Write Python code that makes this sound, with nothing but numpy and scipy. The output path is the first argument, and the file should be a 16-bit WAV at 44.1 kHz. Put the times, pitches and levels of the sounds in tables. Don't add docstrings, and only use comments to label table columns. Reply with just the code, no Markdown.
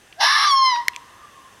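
import sys
import numpy as np
from scipy import signal
from scipy.fft import rfft, irfft, next_fast_len
from scipy.io import wavfile
from scipy.ndimage import map_coordinates

SR = 44100
rng = np.random.default_rng(int(sys.argv[2]) if len(sys.argv) > 2 else 0)


def transcribe(signal):
    frames = np.atleast_2d(signal).T
    limited = np.clip(frames, -1, 1)
    pcm = np.round(limited * 32767).astype(np.int16)
    wavfile.write(sys.argv[1], SR, pcm)


N = 70560
TIME = np.arange(N) / SR


def amp(db):
    return 10 ** (np.asarray(db) / 20)


def unit(x):
    return x / np.sqrt(np.mean(x ** 2) + 1e-20)


def along(points, hz):
    freqs, values = np.transpose(points)
    return np.interp(np.log(hz + 1), np.log(freqs + 1), values)


def curves(rows):
    times, *columns = np.transpose(rows)
    return [np.interp(TIME, times, column) for column in columns]


def within(rows):
    outside_s = np.maximum(rows[0][0] - TIME, 0) + np.maximum(TIME - rows[-1][0], 0)
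    return np.exp(-outside_s / 0.01)


def wobble(rate):
    return map_coordinates(rng.standard_normal(int(N * rate / SR) + 4), [TIME * rate])


def filtered(x, response):
    size = next_fast_len(N + SR // 2)
    return irfft(rfft(x, size) * response(np.fft.rfftfreq(size, 1 / SR)), size)[:N]


def coloured(x, spectrum):
    def response(hz):
        cepstrum = irfft(np.log(amp(along(spectrum, hz))))
        half = len(cepstrum) // 2
        causal_fold = np.r_[1, np.full(half - 1, 2), 1, np.zeros(half - 1)]
        return np.exp(rfft(cepstrum * causal_fold))
    return unit(filtered(x, response))


# frequency in Hz, level in dB (relative for the air).
AIR_SPECTRUM = [(15, -38), (25, -6), (80, 0), (180, -3.5), (405, -4), (714, -4), (840, -3), (1100, -8),
                (1840, -1), (2280, -10.5), (2690, -4.5), (3250, -9), (3620, -8), (3920, -14), (6210, -13),
                (12900, -22.5), (16000, -31)]
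HISS_TONES = [(6200, -66), (8480, -69), (9950, -69.5)]


def woodland_air(level_db=-50.5):
    air = amp(level_db + 1.2 * wobble(2)) * coloured(rng.standard_normal(N), AIR_SPECTRUM)
    tones = sum(amp(db) * np.sin(2 * np.pi * hz * TIME + 1.5 * wobble(53)) for hz, db in HISS_TONES)
    return air + tones


# start in seconds, relative level in dB, centre frequency in Hz.
FINGER_SLIPS = [(0.1263, -34.5, 2700), (0.7598, -20, 2090), (0.9342, -35, 2830), (0.9422, -40, 2600),
                (0.9492, -35, 2400)]


def finger_ticks(width_octaves=.6, rise_s=0.00031, t60_s=.012):
    out, t = np.zeros(N + SR), TIME[:SR // 20]
    for start, db, centre in FINGER_SLIPS:
        band = lambda hz: (1 + (np.log2((hz + 1) / centre) / width_octaves) ** 2) ** -2
        grit = unit(filtered(rng.standard_normal(N), band))[:len(t)]
        envelope = amp(db - 60 * t / t60_s) * (1 - np.exp(-t / rise_s))
        out[round(start * SR):][:len(t)] += envelope * grit
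    return out[:N]


# time in seconds, pitch in Hz.
FOLD_PITCH = [(.17, 620), (.21, 800), (.27, 1030), (.33, 1160), (.42, 1230), (.46, 1195), (.485, 1170),
              (.515, 1113), (.545, 1082), (.62, 1060), (.66, 1045), (.69, 1028), (.72, 995), (.748, 945),
              (.785, 968), (.82, 945)]
# time in seconds, relative level in dB.
RASP_LEVEL = [(.165, -96), (.19, -56), (.208, -21.5), (.235, -17.5), (.30, -20.5), (.445, -20.5),
              (.48, -27.5), (.51, -38), (.55, -61.5), (.67, -41), (.77, -41), (.83, -55)]
# time in seconds, opening from 0 (half open) to 1 (wide).
MOUTH_OPENING = [(.19, 0), (.235, 0.31), (.28, 0.95)]
# frequency in Hz, relative gain in dB.
TRACT_HALF_OPEN = [(260, -75), (450, -45.5), (661, -9), (863, -5.5), (944, -2.5), (1050, -6.5), (1210, -12),
                   (1350, -27), (1630, -12.5), (2130, -15), (2360, -36), (2550, -17), (3090, -13.5),
                   (3470, -26.5), (4150, -15), (4600, -14.5), (5500, -11.5), (7500, -45.5), (10500, -32.5),
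                   (13200, -46), (15500, -67)]
TRACT_WIDE_OPEN = [(360, -66), (620, -45), (790, -5.5), (904, -10), (1090, 3.5), (1220, 2), (1410, -11.5),
                   (1730, -3), (1920, -8), (2200, -3.5), (2480, -22.5), (2580, -13.5), (3210, -9.5),
                   (3480, -11), (4090, -5), (4610, -13), (5350, -4), (5640, -6.5), (6370, -30), (7190, -37),
                   (8230, -41.5), (9040, -23.5), (10200, -25.5), (14700, -50), (15500, -57)]


def rasp(scatter_periods=0.298, scatter_db=2, air_share=0.46):
    (pitch,), (level_db,), (opening,) = curves(FOLD_PITCH), curves(RASP_LEVEL), curves(MOUTH_OPENING)
    cycles = np.cumsum(pitch) / SR
    puffs = unit(rng.standard_normal(N) * (1 + np.cos(2 * np.pi * cycles)))
    lateness, size = rng.standard_normal((int(cycles[-1]), 2)).T
    pulse_cycles = np.arange(len(lateness)) + scatter_periods * lateness
    centres = np.interp(pulse_cycles, cycles, np.arange(N))[:, None]
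    taps = centres.astype(int) + np.arange(-7, 9)
    shapes = np.sinc(taps - centres) * np.sinc((taps - centres) / 8)
    shapes *= amp(scatter_db * size)[:, None]
    pulses = np.bincount(np.clip(taps, 0, N - 1).ravel(), shapes.ravel(), N)
    source = np.sqrt(1 - air_share) * unit(pulses) + np.sqrt(air_share) * puffs
    half_open = amp(4.5) * coloured(source, TRACT_HALF_OPEN)
    wide_open = amp(2) * coloured(source, TRACT_WIDE_OPEN)
    voice = (1 - opening) * half_open + opening * wide_open
    return voice * amp(level_db) * within(RASP_LEVEL)


# frequency in Hz, level in dB relative to RASP_LEVEL.
UPPER_FORMANTS = [(3520, -7.5), (4030, -7), (5430, -10.5)]


def upper_formants(drift=0.01224, jitter=0.01335, shimmer_db=2):
    level_db, = curves(RASP_LEVEL)
    tones = np.zeros(N)
    for centre, db in UPPER_FORMANTS:
        gain = amp(db + shimmer_db * wobble(40))
        hz = centre * (1 + drift * wobble(25.06) + jitter * wobble(500))
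        tones += gain * np.sin(2 * np.pi * np.cumsum(hz) / SR)
    return amp(level_db) * within(RASP_LEVEL) * tones


# time in seconds, relative level in dB.
HARMONIC_1 = [(.165, -62), (.187, -38), (.22, -24), (.25, -30), (.275, -24), (.30, -32), (.435, -26),
              (.455, -18.5), (.482, -15.5), (.512, -18), (.542, -13), (.574, -16), (.674, -16), (.695, -18),
              (.708, -25), (.72, -18), (.738, -18), (.758, -24), (.786, -21), (.81, -30), (.85, -42)]
HARMONIC_2 = [(.42, -61), (0.489, -56), (.535, -32.5), (.56, -49), (.615, -46.5), (0.651, -30),
              (0.701, -25.5), (0.762, -36), (.788, -34), (.82, -43)]
HARMONICS_3_TO_7 = [(0.439, -37), (0.477, -20), (0.526, -20), (0.543, -27.5), (0.564, -21.5), (.616, -25.5),
                    (.66, -22), (.702, -25), (0.758, -32.5), (.788, -39), (.82, -79)]
HARMONICS_8_TO_13 = [(.48, -27), (.515, -12), (.545, -19.5), (.59, -41.5), (.645, -24), (.70, -30.5),
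                     (.73, -35), (.78, -57)]
# frequency in Hz, gain in dB.
THROAT_GAIN = [(2800, -13.5), (3200, -8), (3550, -8.5), (4000, -4.5), (4350, -7), (4700, -11), (5050, -3.5),
               (5400, -2.5), (5900, -14.5), (6400, -18.5), (7400, -41.5), (8600, -33.5), (9700, -29),
               (11000, -39.5), (12500, -47), (13800, -41), (15300, -61)]


def whine(lock_s=0.479, tripling_s=0.471, shimmer_db=.7, fading_depth=0.32, fading_rate=45):
    pitch, = curves(FOLD_PITCH)
    groups = HARMONIC_1, HARMONIC_2, HARMONICS_3_TO_7, HARMONICS_8_TO_13
    first, second, upper, treble = [amp(curves(rows)[0]) * within(rows) for rows in groups]
    chaos = (1 - np.tanh((TIME - lock_s) / 0.05)) / 2
    falter = np.clip((TIME - .72) / .07, 0, 1)
    jitter = .0015 + .025 * chaos + .007 * falter
    phase = 2 * np.pi * np.cumsum(pitch * (1 + jitter * wobble(350))) / SR

    def harmonic(k):
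        in_phase = (1 + fading_depth * wobble(fading_rate)) * np.sin(k * phase)
        quadrature = fading_depth * wobble(fading_rate) * np.cos(k * phase)
        return amp(along(THROAT_GAIN, k * pitch)) * (in_phase + quadrature)
    low = first * np.sin(phase) + second * np.sin(2 * phase)
    high = upper * sum(map(harmonic, range(3, 8))) + treble * sum(map(harmonic, range(8, 14)))
    tripling = 0.36 * np.exp(-((TIME - tripling_s) / 0.019) ** 2)
    subharmonic = tripling * np.cos(phase / 3)
    voice = low * (1 + 0.3 * subharmonic) + high * (1 + 3 * subharmonic)
    return np.sqrt(2) * voice * amp(shimmer_db * wobble(60.5))


# time in seconds, frequency in Hz, level in dB.
SECOND_FORMANT = [(.2, 1600, -35), (.245, 1660, -14), (.275, 1740, -20), (.305, 1720, -15.5),
                  (.335, 1650, -22.5), (.365, 1780, -17), (.42, 1660, -37), (.455, 1610, -20.5),
                  (.48, 1590, -55)]


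def second_formant(jitter=0.0268, shimmer_db=2):
    hz, level_db = curves(SECOND_FORMANT)
    phase = 2 * np.pi * np.cumsum(hz * (1 + jitter * wobble(300))) / SR
    return amp(level_db + shimmer_db * wobble(151.6)) * np.sin(phase) * within(SECOND_FORMANT)


def reverberation(x, t60s, delay_s):
    hz, t, noise = signal.stft(rng.standard_normal(N), SR, nperseg=256)
    decay = amp(-60 * t / along(t60s, hz)[:, None])
    tail = signal.istft(noise * decay, SR, nperseg=256)[1]
    gain = np.sqrt(13.8 / (SR * along(t60s, 1100)))
    delayed = np.pad(x, (round(delay_s * SR), 0))[:N]
    return signal.fftconvolve(delayed, gain * tail)[:N]


# frequency in Hz, time to fall 60 dB in seconds.
TRUNK_DECAY = [(500, 0.18), (1100, 0.64), (4000, 0.21), (12000, 0.32)]
DEEP_WOOD_DECAY = [(500, 1.8), (1100, 1.6), (2000, 1.5), (5000, 0.89), (12000, 0.25)]
SLOPE_DECAY = [(500, 1.2), (1100, 1.3), (4000, 0.88), (12000, .3)]
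# frequency in Hz, relative gain in dB.
TRUNK_REFLECTION = [(550, -14), (800, -6), (1100, -6), (1500, 2), (3000, 2), (6000, 1), (12000, -5)]
SLOPE_REFLECTION = [(400, -12), (900, -11), (1180, 2.5), (1800, -7), (3000, -15), (5500, -30), (12000, -46)]


def woodland_echoes(call):
    trunks = reverberation(call, TRUNK_DECAY, delay_s=.02)
    trunks = filtered(trunks, lambda hz: amp(-12 + along(TRUNK_REFLECTION, hz)))
    deep_wood = amp(-23.5) * reverberation(call, DEEP_WOOD_DECAY, delay_s=.05)
    slope = reverberation(call, SLOPE_DECAY, delay_s=.76)
    slope = filtered(slope, lambda hz: amp(-32.5 + along(SLOPE_REFLECTION, hz)))
    return trunks + deep_wood + slope


# start in seconds, relative level in dB, pitch in Hz,
# gain of the overtones in dB, gain of the crack in dB.
CASING_SNAPS = [(0.8827, -0.5, 2047, 2, -9.5), (0.9623, -20.5, 2360, -22, 2)]
# ratio to the pitch, relative level in dB, time to fall 60 dB in seconds.
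CASING_MODES = [(1.5, -18, 0.0044), (2.09, -10, 0.0085), (2.55, -8.5, 0.0034), (2.82, -30, 0.0057),
                (3.9, -35, 0.0027), (5.55, -7, 0.0024), (6.7, -12, .004)]
# frequency in Hz, relative level in dB.
CRACK_SPECTRUM = [(1200, -20), (2300, -2), (3300, 11), (4500, -5), (6800, 1), (9000, -5.5), (12000, -21),
                  (16000, -6)]


def casing_clicks(swell_s=0.00074, crack_t60_s=0.0083):
    out, t = np.zeros(N + SR), TIME[:SR // 20]
    age = t / swell_s
    for start, db, hz, overtones_db, crack_db in CASING_SNAPS:
        body = np.sqrt(age) * np.exp((1 - age ** 2) / 4) * np.sin(2 * np.pi * hz * t)
        overtones = sum(amp(mode_db - 60 * t / t60) * np.sin(2 * np.pi * hz * ratio * t)
                        for ratio, mode_db, t60 in CASING_MODES)
        noise = coloured(rng.standard_normal(N), CRACK_SPECTRUM)[:len(t)]
        crack = amp(crack_db - 60 * t / crack_t60_s) * noise
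        out[round(start * SR):][:len(t)] += amp(db - 5) * (body + amp(overtones_db) * overtones + crack)
    return out[:N]


# frequency in Hz, gain in dB.
BODY_RESPONSE = [(100, -30), (500, -6.5), (1300, -1.5), (1900, 3), (12000, 1.5), (14000, -6), (16000, -16)]
# frequency in Hz, time to fall 60 dB in seconds.
BODY_DECAY = [(1000, .05), (3000, 0.067), (12000, .03)]


def camera_body(touches, ring_db=-29):
    direct = filtered(touches, lambda hz: amp(along(BODY_RESPONSE, hz)))
    return direct + amp(ring_db) * reverberation(direct, BODY_DECAY, delay_s=.001)


def scene():
    call = rasp() + second_formant() + upper_formants() + whine()
    outdoors = call + woodland_echoes(call) + woodland_air()
    handling = camera_body(casing_clicks() + finger_ticks())
    return (outdoors + handling)[None]


def record(dry):
    ceiling, top_hz = .92, 16300
    rounded = dry[0] / (1 + np.abs(dry[0] / ceiling) ** 10) ** (1 / 10)
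    return filtered(rounded, lambda hz: hz < top_hz)[None]


dry = scene()
out = record(dry)
transcribe(out)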